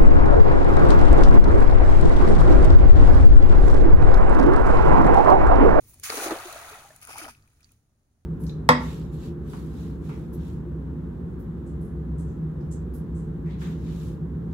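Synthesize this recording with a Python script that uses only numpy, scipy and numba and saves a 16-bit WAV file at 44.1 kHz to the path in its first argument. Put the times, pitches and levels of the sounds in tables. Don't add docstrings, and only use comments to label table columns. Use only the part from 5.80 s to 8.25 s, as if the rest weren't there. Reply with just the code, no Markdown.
import sys
import numpy as np
from scipy import signal
from scipy.fft import rfft, irfft, next_fast_len
from scipy.io import wavfile
from numba import njit

SR = 44100
rng = np.random.default_rng(int(sys.argv[2]) if len(sys.argv) > 2 else 0)


def transcribe(signal):
    frames = np.atleast_2d(signal).T
    limited = np.clip(frames, -1, 1)
    pcm = np.round(limited * 32767).astype(np.int16)
    wavfile.write(sys.argv[1], SR, pcm)


N = 108045

# (time [s], level [dB])
RUMBLE = [(0, -61.5), (1.2, -65), (1.6, -62.5), (1.72, -70.5), (1.9, -65), (2.05, -71.5), (2.45, -74)]
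# (frequency [Hz], gain [dB])
RUMBLE_COLOUR = [(20, -3.5), (90, 2.5), (140, -1), (180, -10.5), (250, -10), (350, -16.5), (800, -33.5),
                 (3000, -53)]
# (frequency [Hz], gain [dB])
AIR_COLOUR = [(100, 12.5), (280, 5), (500, 4), (1200, 3), (3000, -6.5), (16000, -6.5)]

# (time [s], level [dB])
DRIPS = [(1.45, -100), (1.54, -67.5), (1.6, -74), (1.78, -80), (1.84, -66.5), (1.88, -74.5), (1.92, -71),
         (1.98, -100)]
# (time [s], level [dB])
DROPLETS = [(.25, -100), (.45, -55.5), (.9, -60.5), (1.2, -72.5), (1.5, -80), (1.65, -83.5), (2.1, -93)]
# (time [s], level [dB])
TICKS = [(.143, -42), (.1985, -36.5), (.7267, -30), (.898, -37), (1.162, -40.5), (1.215, -40),
         (1.2291, -35.5), (1.2511, -39), (1.273, -36), (1.3833, -28), (1.676, -60), (1.807, -56),
         (1.919, -49)]
# (frequency [Hz], gain [dB])
TICK_COLOUR = [(500, -17.5), (1500, -10), (4000, -19), (7000, -0.5), (10000, 8.5), (16000, 0.5)]
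# (time [s], level [dB], pitch [Hz], ring time [s])
PLOPS = [(.759, -32, 650, 0.037), (1.050, -44, 804, 0.12), (1.104, -44.5, 629, 0.074),
         (1.105, -47, 1757, 0.044), (1.290, -42, 560, 0.0089), (1.338, -43, 790, 0.055),
         (1.3585, -32, 920, .026), (1.386, -38.5, 2255, 0.042), (1.402, -36.5, 694, 0.02),
         (1.4155, -29.5, 1380, 0.0074), (1.442, -36, 776, 0.037), (1.4435, -38, 3070, 0.02),
         (1.462, -41, 633, 0.088), (1.4815, -48, 770, 0.03), (1.482, -30, 1350, 0.0085),
         (1.549, -48, 2570, 0.016), (1.624, -59, 4650, 0.013), (1.677, -58, 2430, 0.012),
         (1.807, -57.5, 2390, 0.02), (1.8305, -52, 5160, 0.0093), (1.844, -46.5, 4680, 0.015),
         (1.892, -63.5, 2480, .04)]
# (time [s], level [dB], pitch [Hz])
GLUGS = [(.653, -22.5, 375), (.916, -36.5, 443), (1.379, -38.5, 280), (1.414, -29, 333), (1.439, -33, 295),
         (1.459, -36, 293), (1.477, -35, 255), (1.492, -42, 245)]

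# (frequency [Hz], gain [dB])
WHIZZ_COLOUR = [(3000, -37), (8000, -12), (13000, -6), (16000, 1.5)]
# (time [s], level [dB])
SWISH = [(0, -65.5), (.06, -63.5), (.108, -58.5), (.152, -58), (.172, -71.5), (.19, -63), (.215, -99.5)]
# (frequency [Hz], gain [dB])
SWISH_COLOUR = [(200, -1), (600, -3), (1100, 11), (2000, -3.5), (3300, -11), (5000, -3.5), (6500, -2),
                (10000, 9.5), (16000, 8)]
# (time [s], spray level [dB], bubble level [dB])
BUNCH = [(1.19, -100, -100), (1.225, -45.5, -76), (1.265, -56.5, -59), (1.296, -44.5, -42),
         (1.33, -42, -54.5), (1.354, -49.5, -45.5), (1.385, -41, -48), (1.42, -42.5, -50),
         (1.455, -46, -43.5), (1.477, -52.5, -47), (1.488, -43, -42.5), (1.53, -59, -77),
         (1.62, -77.5, -77), (2.1, -105, -105)]
# (frequency [Hz], gain [dB])
BUNCH_COLOUR = [(200, -19), (450, -14), (800, -7), (1450, 9.5), (1900, 2), (2400, 9.5), (3100, 1),
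                (4100, -6.5), (5000, 3.5), (7000, -7), (10000, 2), (16000, -3.5)]

# (time [s], level [dB])
SPRAY = [(.22, -61), (.232, -50), (.236, -30), (.29, -37), (.36, -33), (.405, -35), (.44, -29.5),
         (.50, -41.5), (.56, -44.5), (.9, -48), (1.05, -55), (1.2, -60), (1.6, -73.5), (1.93, -70.5),
         (2.05, -85), (2.45, -105)]
# (frequency [Hz], gain [dB])
SPRAY_COLOUR = [(200, -26.5), (700, 4.5), (1300, -5.5), (2200, 5), (3200, 0), (6500, 2), (16000, 4.5)]
# (time [s], level [dB])
FIZZ = [(.215, -105.5), (.238, -41), (.44, -36), (.53, -37), (.6, -41.5), (.72, -43), (.86, -45),
        (.95, -45), (1.03, -52.5), (1.2, -65), (2.2, -100)]
# (frequency [Hz], gain [dB])
FIZZ_COLOUR = [(500, 4), (750, 4.5), (1000, -1), (1300, 3), (1700, -2.5), (2300, -4), (3000, -8),
               (4300, -11)]
# (time [s], level [dB])
GULPS = [(.26, -75.5), (.31, -55), (.38, -42), (.41, -41.5), (.46, -40.5), (.495, -38), (.53, -36),
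         (.57, -40.5), (.61, -61), (.95, -63.5), (1.2, -89)]
# (time [s], cavity level [dB], cavity pitch [Hz], crack level [dB], slap level [dB])
PLUNGES = [(.297, -30, 441, -25, -33), (.302, -43.5, 433, -30.5, -40.5), (.324, -33.5, 502, -40, -30.5),
           (.340, -27, 483, -45.5, -46.5), (.371, -30, 300, -38, -33.5), (.377, -29, 437, -42, -35.5),
           (.440, -27, 552, -40, -31), (.461, -24, 340, -31, -32.5), (.464, -26, 594, -41.5, -43),
           (.482, -27, 325, -33, -41), (.507, -25.5, 410, -47.5, -27), (.509, -23, 637, -40.5, -28.5),
           (.519, -21.5, 321, -44, -33)]
# (frequency [Hz], gain [dB])
SLAP_COLOUR = [(100, -39), (190, -24.5), (250, 0), (350, -10), (750, -0.5), (1400, 2), (2500, -20.5),
               (16000, -29)]
# (frequency [Hz], gain [dB])
CRACK_COLOUR = [(300, -14.5), (800, 3.5), (1600, 1.5), (2250, 8.5), (3200, -10.5), (4500, 5.5), (5600, -4),
                (16000, -8.5)]

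# (frequency [Hz], gain [dB])
LEFT_PORT = [(250, 4), (600, 1.5), (1000, -2), (1800, 3), (3000, 0), (4500, -0.5), (6000, -4.5),
             (7000, -11), (7800, -5), (9000, 4.5), (9850, 9.5), (11400, -6), (12600, -1.5), (14000, -15),
             (15000, -28.5)]
# (frequency [Hz], gain [dB])
RIGHT_PORT = [(250, 4), (600, 0), (1000, -2), (1300, 1), (1800, -4), (3200, -0.5), (4500, 3.5), (5400, 3),
              (6600, 9.5), (7800, -1.5), (9000, -14), (9900, -28.5), (11400, -11.5), (12700, -1),
              (14500, -3), (15600, 0.5)]

NEAR_BANK_LEAD_MS = 0.22


def amp(db):
    return 10 ** (np.asarray(db) / 20)


def unit(x):
    return x / np.sqrt(np.mean(x ** 2))


def envelope(table, column=1):
    rows = np.array(table)
    return amp(np.interp(np.arange(N) / SR, rows[:, 0], rows[:, column]))


def fade(t, t60):
    return np.exp(-np.log(1000) * t / t60)


def colour(x, points):
    size = 2 * next_fast_len(N)
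    hz, db = np.array(points).T
    bin_hz = np.arange(size // 2 + 1) * SR / size
    gain = amp(np.interp(np.log(bin_hz + 1), np.log(hz), db))
    cepstrum = irfft(np.log(gain))
    cepstrum[1:size // 2] *= 2
    cepstrum[size // 2 + 1:] = 0
    return irfft(rfft(x, size) * np.exp(rfft(cepstrum)))[..., :N]


def passband(x, low_hz, high_hz):
    band = signal.butter(3, [low_hz, min(high_hz, .45 * SR)], "band", fs=SR, output="sos")
    return signal.sosfilt(band, x)


@njit
def ring(starts, hz, t60, size, glide, swell_cycles):
    out = np.zeros(N)
    for k in range(len(starts)):
        first = int(starts[k] * SR) + 1
        for i in range(max(first, 0), min(first + int(t60[k] * SR), N)):
            t = i / SR - starts[k]
            age = t / t60[k]
            level = size[k] * (1 - np.exp(-t * hz[k] / swell_cycles)) * np.exp(-6.9 * age)
            out[i] += level * np.sin(2 * np.pi * hz[k] * t * (1 + glide * age))
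    return out


def bubbles(band_hz, cycles, tilt_db, spread_db, width_ms, count, lead_ms=0):
    when, pitch, length, strength, bearing = rng.random((count, 5)).T
    starts = (np.arange(count) + when) / count * N / SR
    octaves = pitch * np.log2(band_hz[1] / band_hz[0])
    hz = band_hz[0] * 2 ** octaves
    t60 = cycles * 2 ** (2 * length - 1) / hz
    size = amp(tilt_db * octaves + spread_db * strength ** 2) / np.sqrt(t60)
    lag = (lead_ms + width_ms * (2 * bearing - 1)) / 1000
    pair = [ring(starts + side * lag / 2, hz, t60, size, glide=0.2, swell_cycles=1 / 3)
            for side in (-1, 1)]
    return unit(np.array(pair))


def patter(points, spread_db, width_ms, count, lead_ms=0):
    when, strength, sign, bearing = rng.random((count, 4)).T
    size = np.sign(sign - .5) * amp(spread_db * np.minimum(-np.log(strength), 5))
    lag = (lead_ms + width_ms * (2 * bearing - 1)) * SR / 1000
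    clicks = [np.bincount((when * N + side * lag / 2).astype(int) % N, size, N) for side in (-1, 1)]
    return unit(colour(np.array(clicks), points))


def bursts(rows, t60, column=1):
    t = np.arange(N) / SR
    gains = (amp(row[column]) * (t >= row[0]) * fade(np.abs(t - row[0]), t60) for row in rows)
    return np.sqrt(sum(gain ** 2 for gain in gains))


def cavities(rows, t60, glide, swell_cycles):
    starts, db, hz = np.array(rows, float).T[:3].copy()
    return ring(starts, hz, t60 * np.ones(len(rows)), amp(db), glide, swell_cycles)


def outdoors(air_db=-78.5):
    rumble = envelope(RUMBLE) * unit(colour(rng.standard_normal(N), RUMBLE_COLOUR))
    return rumble + amp(air_db) * unit(colour(rng.standard_normal((2, N)), AIR_COLOUR))


def banks(direct, level_db=-11, t60=0.077):
    tail = rng.standard_normal((2, SR // 2)) * fade(np.arange(SR // 2) / SR, t60)
    tail /= np.sqrt(np.sum(tail[0] ** 2))
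    return amp(level_db) * signal.fftconvolve(direct, tail, axes=1)[:, :N]


def drops():
    ticks = patter(TICK_COLOUR, spread_db=-2.5, width_ms=0.21, count=30000, lead_ms=NEAR_BANK_LEAD_MS)
    drips = bubbles((1100, 7500), cycles=8, tilt_db=-3.5, spread_db=8.5, width_ms=0.1, count=1500,
                    lead_ms=0.23)
    crackle = bubbles((6000, 11700), cycles=10, tilt_db=0.5, spread_db=11, width_ms=0.25, count=500)
    return bursts(TICKS, t60=.01) * ticks + envelope(DRIPS) * drips + envelope(DROPLETS) * crackle


def plops(splash_db=-13, splash_octaves=.7):
    out = cavities(PLOPS, t60=np.array(PLOPS)[:, 3], glide=0.0089, swell_cycles=.4)
    t = np.arange(SR // 10) / SR
    ratio = 2 ** splash_octaves
    for start, db, hz, _ in PLOPS:
        splash = unit(passband(rng.standard_normal(len(t)), hz / ratio, hz * ratio))
        first = int(start * SR)
        out[first:first + len(t)] += amp(db + splash_db) * fade(t, t60=.03) * splash
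    return out


def glugs():
    return cavities(GLUGS, t60=0.066, glide=-0.09, swell_cycles=9.0)


def flight(whizz_s=0.096, whizz_width_s=0.031, whizz_db=-47):
    swell = np.exp(-((np.arange(N) / SR - whizz_s) / whizz_width_s) ** 2)
    whizz = amp(whizz_db) * swell * unit(colour(rng.standard_normal((2, N)), WHIZZ_COLOUR))
    rustle = patter(SWISH_COLOUR, spread_db=6.5, width_ms=0.02, count=12000, lead_ms=0.16)
    return whizz + envelope(SWISH) * rustle


def bunch():
    spray = patter(BUNCH_COLOUR, spread_db=1.0, width_ms=0.11, count=5000, lead_ms=NEAR_BANK_LEAD_MS)
    slop = bubbles((600, 1700), cycles=17, tilt_db=4.5, spread_db=6.5, width_ms=0.085, count=600,
                   lead_ms=NEAR_BANK_LEAD_MS)
    return envelope(BUNCH) * spray + envelope(BUNCH, column=2) * slop


def deepen(x, lands_s=0.21, first_hz=1370, octaves_per_s=4.7):
    hz, t, frames = signal.stft(x, SR, nperseg=512)
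    lowest_hz = first_hz * 2 ** (-octaves_per_s * np.maximum(t - lands_s, 0))
    gain = 1 / np.sqrt(1 + (lowest_hz / (hz[:, None] + 1)) ** 10)
    return signal.istft(frames * gain, SR)[1][:, :N]


def landing():
    spray = envelope(SPRAY) * patter(SPRAY_COLOUR, spread_db=0.5, width_ms=0.22, count=17000)
    churn = bubbles((611.5, 4417), cycles=24, tilt_db=2.5, spread_db=5.0, width_ms=0.22, count=6000)
    fizz = envelope(FIZZ) * unit(colour(churn, FIZZ_COLOUR))
    gulps = bubbles((282.4, 886), cycles=17, tilt_db=4.5, spread_db=11.5, width_ms=0.11, count=1100)
    return deepen(spray + fizz) + envelope(GULPS) * gulps


def weights():
    slap = patter(SLAP_COLOUR, spread_db=-1.0, width_ms=0.47, count=30000)
    crack = patter(CRACK_COLOUR, spread_db=4.1, width_ms=.12, count=30000)
    impacts = bursts(PLUNGES, t60=.02, column=3) * crack
    for row in PLUNGES:
        low_cut_hz = 0.65 * row[2]
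        impacts += passband(bursts([row], t60=.042, column=4) * slap, low_cut_hz, SR / 2)
    return impacts + cavities(PLUNGES, t60=0.051, glide=0.028, swell_cycles=1.0)


def scene():
    direct = flight() + landing() + weights() + bunch() + drops() + plops() + glugs()
    return direct + banks(direct) + outdoors()


def record(dry, top_hz=15900):
    ports = np.array([colour(dry[0], LEFT_PORT), colour(dry[1], RIGHT_PORT)])
    return signal.sosfilt(signal.ellip(10, .2, 70, top_hz, fs=SR, output="sos"), ports)


dry = scene()
out = record(dry)
transcribe(out)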